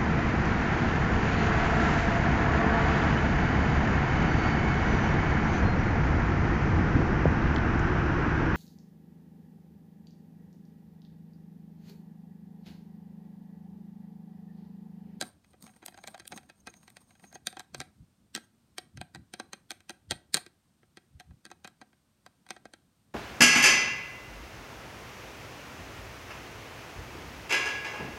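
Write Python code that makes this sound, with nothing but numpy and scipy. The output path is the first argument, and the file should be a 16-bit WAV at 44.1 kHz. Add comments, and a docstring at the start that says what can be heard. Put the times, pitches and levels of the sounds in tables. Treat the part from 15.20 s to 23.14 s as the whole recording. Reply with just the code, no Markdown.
"""A plastic toy toothbrush scrubs a doll's hard mouth, close by in a small carpeted room. Its stiff head clicks
and bounces on the lips, and each contact rings the doll's hollow head. The bristles hiss as they slip and
squeal where they grip; after about two seconds the scrub gives way to taps, a short drag and a couple of faint
rattles after taps. Now and then comes a low thud: a handling bump, or the head's short low ring after a
contact. Under it all lie the low murmur of the handling and the room's thin hiss."""
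import sys
import numpy as np
from scipy import signal
from scipy.fft import rfft, irfft, next_fast_len
from scipy.io import wavfile
from scipy.ndimage import map_coordinates

SR = 44100
rng = np.random.default_rng(int(sys.argv[2]) if len(sys.argv) > 2 else 0)


def store_pcm(level_fs):
    """Save levels as 16-bit WAV."""
    pcm = np.round(np.clip(level_fs, -1, 1) * 32767).astype(np.int16)
    wavfile.write(sys.argv[1], SR, np.atleast_2d(pcm).T)


N = 350142

# The low murmur of the handling and the room's thin hiss. Each row: frequency in Hz, relative level in dB.
MURMUR_SPECTRUM = [(15, -44), (30, -17), (80, -1.5), (230, -3), (450, -20), (1000, -35), (3000, -78)]
AIR_HISS_SPECTRUM = [(100, -9), (600, 4.5), (1500, 1.5), (1900, -2), (4000, -2), (7600, -5.5), (8700, 0),
                     (10000, -9.5), (12500, -7.5), (16000, -16)]
# The brush lands on the mouth. Each row: start in seconds, strength in dB, brightness in dB per octave,
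CONTACTS = [(0.012,-40,2,1.5,.012), (0.3402,-80.5,-6.5,8.5,None), (0.4249,-72.5,9,-10,None),
            (0.466,-68,2.5,10.5,.011), (0.627,-64,-2.5,5,0.0099), (0.6616,-64.5,10.5,18,None),
            (0.6819,-56.5,1.5,7,None), (0.7434,-64,-0.5,4.5,None), (0.7762,-63,0.5,8,0.011),
            (0.8388,-57.5,1,7.5,None), (0.8746,-54,3.5,5,0.0059), (0.9449,-59.5,0.5,9,0.0043),
            (0.9785,-70,4,14,None), (0.9978,-57.5,1.5,-3,0.0046), (1.054,-63.5,0,-3,None),
            (1.0772,-64,9,-7,None), (1.121,-52,0,5.5,.0054), (1.176,-56.5,2,5,0.0044),
            (1.2984,-61.5,-0.5,3.5,None), (1.4714,-51.5,0,0.5,0.0045), (1.5396,-67.5,2.5,8,None),
            (1.679,-62.5,0.5,1.5,None), (1.7683,-59.5,1.5,0.5,None), (2.0397,-65.5,-1.9,5.5,None),
            (2.127,-67,2,10,None), (2.1546,-57.5,-1.5,5.5,None), (2.27,-39.5,2.5,-5,None),
            (2.3274,-61.5,0,5.5,None), (2.369,-53.5,-1,5,None), (2.395,-52,1.5,4,0.0088),
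            (2.546,-47,0.5,0.5,None), (2.6027,-45.5,1,0,.011), (3.15,-41,1.5,-9,0.011),
            (3.1752,-53,-2,1,None), (3.582,-44.5,1.3,-1.5,None), (3.7731,-55.5,-0.5,-7,None),
            (3.8133,-49.5,1,5.5,None), (3.9482,-53,0,-1.5,0.0094), (4.1374,-47.5,-0.15,-4,None),
            (4.1985,-45.5,-0.6,0,None), (4.332,-47,0.5,-2,None), (4.5063,-46.5,2,-1,0.0093),
            (4.605,-69,1,-3,None), (4.695,-48,0.9,0,.009), (4.9096,-37,1.65,-1.5,.0075),
            (5.143,-33,3.1,-7,0.0049), (5.1576,-44.5,-2,-12,None), (5.1693,-43.5,2,0.5,0.006),
            (5.2637,-57,-1.1,-14,None), (5.6311,-75.5,-4.5,0.5,None), (5.7711,-57,-1.1,-5.5,None),
            (5.999,-58.5,1.5,4.5,.007), (6.1083,-77,-3,4,None), (6.2524,-55.5,0.4,-7.5,.011),
            (6.3025,-65,-1.5,-6.5,None), (6.3143,-57.5,-0.5,4.5,None), (6.4454,-53,-0.5,0,0.0059),
            (6.4751,-57,0.9,0,None), (6.6145,-60,-1.4,2,.004), (6.73,-75,-3,-1,None),
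            (7.0633,-61,0.9,5.5,None), (7.265,-69,0.5,6.5,None), (7.2892,-64,1.5,-1,None),
            (7.3056,-45.5,0.2,1.5,None), (7.364,-61.5,-1.2,5.5,None), (7.4546,-58,-2.9,3,None),
            (7.5362,-56,-0.6,-1,None)]
# A contact's six bands: body, hollow knock, shell, click, edge, fizz. Each row: low and high edge in Hz.
BANDS = [(150, 550), (550, 1100), (1100, 2700), (2700, 7000), (7000, 10000), (10000, 16000)]
# The balance of an ordinary contact. Each entry: one band's offset in dB.
BAND_BALANCE_DB = [-0.25, 3, 5, 4, 1.37, -10]
# Heavier contacts gather in the click. Each entry: one band's extra dB per dB of strength.
WEIGHT_SHIFT = [0.035, 0, -.12, 0.061, 0.048, -.12]
# The ring of head and brush. Each row: pitch in Hz, relative level in dB, time to fall 60 dB in seconds.
HEAD_MODES = [(216, -6.5, 0.047), (345, -3, 0.045), (492.3, -11, 0.029), (575, -17, 0.034),
              (733.7, -4.5, 0.061), (787.5, -2, 0.031), (1339, -7.5, 0.04), (1591.4, 2.5, 0.035),
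              (1925, -1, .03), (2120, -17.5, 0.032), (2514, -8.5, 0.057), (3220, -0.5, .035),
              (3980, 6.5, 0.017), (4040, 0.5, 0.035), (5070, -9, 0.031), (4650, -2, 0.03),
              (6270, -10, 0.0053), (6278, 4, 0.015), (8380, 3.5, .012), (8780, 8, 0.0093)]
# The plastic's dense overtones. Each row: frequency in Hz, time to fall 60 dB in seconds.
PLASTIC_DECAY = [(200, 0.014), (1400, 0.062), (3700, 0.055), (10000, 0.005)]
# The colour of the crack and the overtones. Each row: frequency in Hz, relative level in dB.
CRACK_SPECTRUM = [(150, -1.5), (700, -2.5), (1050, -7.5), (2300, 1.5), (2900, -5), (3900, 6), (5500, -1.5),
                  (7200, -4), (8600, 6.5), (10000, -15.5), (12800, -10), (16000, -23.5)]
# The length of the room's tail. Each row: frequency in Hz, time to fall 60 dB in seconds.
ROOM_DECAY = [(150, 0.36), (700, 0.33), (3000, 0.25), (9000, 0.19), (15000, 0.16)]
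# The colour of that tail. Each row: frequency in Hz, relative level in dB.
ROOM_SPECTRUM = [(150, 2.5), (700, -3), (1600, -1.5), (2600, -3.5), (4000, -3), (7200, -5.5), (8800, 3.5),
                 (10200, 2), (12000, 4.5)]
# Low thuds; the two near 195 Hz are the hollow head's ring.
# Each row: peak time in seconds, level in dB, half length in seconds, pitch in Hz.
THUDS = [(0.029, -48.5, 0.027, 176), (1.141, -48.5, 0.011, 195), (1.491, -53.5, 0.0083, 194),
         (2.591, -50, 0.06, 120), (2.81, -51.5, 0.039, 103), (3.789, -45, 0.047, 109.7),
         (3.991, -50, 0.05, 130), (4.924, -45, 0.048, 104), (5.165, -47, 0.0087, 147.8),
         (5.959, -51, 0.029, 80.08), (6.116, -49.5, 0.042, 89.2)]
# Swells of bristle noise: firm drags on the lips, and faint rattles after two taps. Each row: peak time and
# half length in seconds, hiss and squeal levels in dB.
BRISTLE_SWELLS = [(0.067, 0.037, -52.5, -107), (0.903, 0.026, -56, -91), (1.109, 0.0038, -55, -72),
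                  (1.497, 0.013, -68, -59), (1.571, 0.012, -67, -62), (0.568, 0.0084, -61.5, -80),
                  (1.294, 0.011, -67, -74), (1.405, 0.0057, -82, -59.5), (1.817, 0.016, -60.5, -88),
                  (2.085, 0.026, -69.5, -62), (2.151, 0.0098, -53, -49), (2.582, 0.011, -53, -80),
                  (3.233, .025, -65, -71.5), (7.337, .02, -70, -74)]
# Bristle hiss with the head's hum under it. Each row: frequency in Hz, relative level in dB.
BRISTLE_SPECTRUM = [(70, -12.5), (190, 26.5), (400, 6), (750, 8), (1100, 7), (1700, -3.5), (2900, -10.5),
                    (4000, -1), (5400, -3.5), (7400, -13), (8900, 14), (10000, -26.5), (12500, -3),
                    (16000, -15.5)]
# The narrow squeal of gripping bristles. Each row: frequency in Hz, relative level in dB.
SQUEAL_SPECTRUM = [(5000, -26.5), (6000, -10.5), (6350, 2), (6560, 10.5), (6900, -20), (8000, -33.5),
                   (8900, -10), (10000, -25)]

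SCRUB_S = (.24, 2.18)  # the brush stays on the lips between these times
ORDINARY_DB, PIVOT_HZ = -51.5, 1890  # an ordinary contact's strength; brightness tilts about this pitch
REBOUND_LOSS_DB, REBOUND_DULLING = 4.5, 1.4  # a rebound is softer and duller (dB per octave)
TICKS_PER_S, TICK_DB, TICK_KNOCK_DB = 12, -76, 4.5  # light ticks near the open mouth while scrubbing
TICK_SPREAD_DB, TICK_SPREAD_TILT = 2.5, 2.45  # tick to tick; tilt in dB per octave
SCRUB_SLIP_DB, TAP_ONSET_DB = -8.5, -14  # lead-in levels, relative to the snap
RUB_DB, SQUEAL_DB = -72.5, -86  # light rubbing in the middle of the scrub
SWINGS_PER_S, PRESSURE_SWING_DB, GRIP_SWING_DB = 19, 7, 6  # the hand presses unevenly, the bristles catch
EASE_DB_PER_S, GRIP_DB_PER_S = 1.5, 4  # as the scrub goes on the bristles hiss less and squeal more
TOP_HZ = 16000


def amp(db):
    """Decibels to gain."""
    return 10 ** (np.asarray(db) / 20)


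def unit(x):
    """Scale to rms 1."""
    return x / np.sqrt(np.mean(x ** 2) + 1e-20)


def along(points, hz):
    """Read (Hz, value) points on a log axis."""
    freqs, values = np.transpose(points)
    return np.interp(np.log(hz + 1), np.log(freqs + 1), values)


def add(track, s, sound):
    """Mix a sound into the track at s seconds."""
    start = max(round(s * SR), 0)
    track[start:start + len(sound)] += sound[:len(track) - start]


def filtered(x, response):
    """Equalise x with a gain given as a function of Hz."""
    size = next_fast_len(len(x) + SR // 4)
    return irfft(rfft(x, size) * response(np.fft.rfftfreq(size, 1 / SR)), size)[:len(x)]


def coloured(x, spectrum):
    """x shaped by a spectrum, at rms 1."""
    return unit(filtered(x, lambda hz: amp(along(spectrum, hz))))


def impulse(spectrum, size=1024):
    """The tightest impulse response with this spectrum, at energy 1."""
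    cepstrum = irfft(np.log(amp(along(spectrum, np.fft.rfftfreq(size, 1 / SR)))))
    cepstrum[1:size // 2] *= 2
    cepstrum[size // 2 + 1:] = 0
    response = irfft(np.exp(rfft(cepstrum)))
    return response / np.linalg.norm(response)


def dying_noise(decay, count, size=128):
    """Noise in which each frequency dies at its own speed."""
    hz, t, frames = signal.stft(rng.standard_normal(count), SR, nperseg=size)
    fade = amp(-60 * t / along(decay, hz)[:, None])
    return signal.istft(frames * fade, SR, nperseg=size)[1][:count]


def wobble(rate):
    """A smooth random curve, rate knots a second."""
    return map_coordinates(rng.standard_normal(int(N * rate / SR) + 4), [np.arange(N) * rate / SR])


def swell(s, db, half_length):
    """A soft hump of gain that peaks at s seconds."""
    return amp(db) / (1 + ((np.arange(N) / SR - s) / half_length) ** 2) ** 2


def scrubbing(s):
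    """True while the brush stays on the lips."""
    return (s > SCRUB_S[0]) & (s < SCRUB_S[1])


def murmur_and_hiss(murmur_db=-69.5, hiss_db=-77.0, drift_db=0.5, flutter_db=2, fall_db_per_s=0.42):
    """The quiet bed: a low, drifting murmur that slowly settles, under a thin hiss."""
    settling_db = fall_db_per_s * (np.arange(N) - N / 2) / SR
    murmur_gain = amp(murmur_db - settling_db + drift_db * wobble(2) + flutter_db * wobble(25))
    murmur = murmur_gain * coloured(rng.standard_normal(N), MURMUR_SPECTRUM)
    hiss = amp(hiss_db + drift_db * wobble(2.9)) * coloured(rng.standard_normal(N), AIR_HISS_SPECTRUM)
    return murmur + hiss


def landings():
    """Cue contacts, rebounds and random ticks. Each row: seconds, strength dB, dB per octave, knock dB."""
    contacts = [row[:4] for row in CONTACTS]
    rebounds = [(s + delay, db - REBOUND_LOSS_DB, tilt - REBOUND_DULLING, knock)
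                for s, db, tilt, knock, delay in CONTACTS if delay]
    gaps, forces, edges = rng.standard_normal((60, 3)).T
    times = SCRUB_S[0] + (np.cumsum(np.exp(.5 * gaps)) - 1) / TICKS_PER_S
    ticks = [(s, TICK_DB + TICK_SPREAD_DB * force, TICK_SPREAD_TILT * edge, TICK_KNOCK_DB)
             for s, force, edge in zip(times, forces, edges) if scrubbing(s)]
    return contacts + rebounds + ticks


def band_levels(strength_db, tilt, knock_db, shell_share=.2):
    """One contact's mix in dB: sharpness tilts it, weight favours the click, the open mouth adds knock."""
    octaves = np.log2(np.sqrt(np.prod(BANDS, axis=1)) / PIVOT_HZ)
    weight_db = np.array(WEIGHT_SHIFT) * (strength_db - ORDINARY_DB)
    levels = strength_db + np.array(BAND_BALANCE_DB) + tilt * octaves + weight_db
    levels[1] += knock_db
    levels[2] += shell_share * knock_db
    return levels


def plastic_hit(crack_db, crack_t60=.0075, overtone_db=1.5, scatter_db=3.2, detune=0.005):
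    """A brief crack, dense overtones and ringing modes whose strengths vary with the spot that is hit."""
    t = np.arange(SR // 8) / SR
    hz, db, t60 = np.transpose(HEAD_MODES)[:, :, None]
    strength, shift, side = rng.standard_normal((3, len(HEAD_MODES), 1))
    envelopes = amp(db + scatter_db * strength - 60 * t / t60)
    ring = np.sign(side) * envelopes * np.sin(2 * np.pi * hz * (1 + detune * shift) * t)
    crack = amp(crack_db - 60 * t / crack_t60) * rng.standard_normal(len(t))
    overtones = amp(overtone_db) * dying_noise(PLASTIC_DECAY, len(t))
    return ring.sum(0) + signal.fftconvolve(crack + overtones, impulse(CRACK_SPECTRUM))[:len(t)]


def brush_clicks(rise_s=0.0047):
    """Flat contacts knock the hollow head, edge contacts snap brightly."""
    track = np.zeros(N)
    filters = [signal.butter(3, band, "band", fs=SR, output="sos") for band in BANDS]
    attack, lead = SR // 100, SR // 50
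    until_snap = np.arange(lead, 0, -1) / SR
    for s, strength_db, tilt, knock_db in landings():
        levels = band_levels(strength_db, tilt, knock_db)
        raw_hit = plastic_hit(crack_db=11 + 3.5 * tilt)  # sharper contacts have more crack, less ring
        bands = [signal.sosfilt(sos, raw_hit) for sos in filters]
        hit = sum(amp(db) * band / np.std(band[:attack]) for db, band in zip(levels, bands))
        # Tiny slips lead into the scrubbing contacts; a faint, brief noise softens each tap's onset.
        lead_in = np.exp(-until_snap / rise_s) * rng.standard_normal(lead)
        lead_db = SCRUB_SLIP_DB if scrubbing(s) else TAP_ONSET_DB
        onset = np.append(amp(lead_db) * lead_in / np.linalg.norm(lead_in), 1)  # the final 1 is the snap
        add(track, s, signal.fftconvolve(with_room(hit, wet_db=-17.5), onset))
    return np.append(track[lead:], np.zeros(lead))  # slide forward so each snap lands on its cue


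def with_room(x, wet_db, build_s=0.018):
    """A sound plus the room's soft tail, which builds up as the walls reply."""
    t = np.arange(SR // 3) / SR
    reflections = dying_noise(ROOM_DECAY, len(t)) * (1 - np.exp(-t / build_s))
    tail = signal.fftconvolve(reflections, impulse(ROOM_SPECTRUM))
    response = amp(wet_db) * tail / np.linalg.norm(tail)
    response[0] += 1
    return signal.fftconvolve(x, response)


def low_thuds(width_octaves=0.72):
    """Dull handling bumps, and the hollow head's short low ring after a brush contact."""
    track = np.zeros(N)
    for s, db, half_length, pitch in THUDS:
        rumble = filtered(rng.standard_normal(N),
                          lambda hz: np.exp(-.5 * (np.log2((hz + 1) / pitch) / width_octaves) ** 2))
        gain = swell(s, db, half_length)
        track += gain * rumble * np.linalg.norm(gain) / np.linalg.norm(gain * rumble)
    return track


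def bristle_scrub(slips_per_s=1800, spread_db=3, flutter_db=2.5, smooth_share=0.7):
    """Bristles drag in tiny, uneven slips; where they grip, the friction sings in a narrow resonance."""
    t = np.arange(N) / SR
    from_middle_s = t - np.mean(SCRUB_S)
    pressure = scrubbing(t) * amp(PRESSURE_SWING_DB * wobble(SWINGS_PER_S))
    hiss_gain = pressure * amp(RUB_DB - EASE_DB_PER_S * from_middle_s)
    hiss_gain += sum(swell(s, db, half_length) for s, half_length, db, _ in BRISTLE_SWELLS)
    grip_db = SQUEAL_DB + GRIP_DB_PER_S * from_middle_s + GRIP_SWING_DB * wobble(SWINGS_PER_S)
    squeal_gain = pressure * amp(grip_db)
    squeal_gain += sum(swell(s, db, half_length) for s, half_length, _, db in BRISTLE_SWELLS)
    slipping = rng.random(N) < slips_per_s / SR
    slips = slipping * rng.standard_normal(N) * amp(spread_db * rng.standard_normal(N))
    hiss = hiss_gain * coloured(unit(slips) + smooth_share * rng.standard_normal(N), BRISTLE_SPECTRUM)
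    squeal = squeal_gain * coloured(rng.standard_normal(N), SQUEAL_SPECTRUM)
    flutter = amp(flutter_db * wobble(110))
    return with_room((hiss + squeal) * flutter, wet_db=-21)[:N]


def scene():
    """Brush, doll and room, mixed in mono."""
    return (brush_clicks() + bristle_scrub() + low_thuds() + murmur_and_hiss())[None]


def record(dry):
    """A steep high cut takes off the very top of the treble."""
    return np.array([filtered(channel, lambda hz: 1 / np.sqrt(1 + (hz / TOP_HZ) ** 120))
                     for channel in dry])


dry = scene()
out = record(dry)
store_pcm(out)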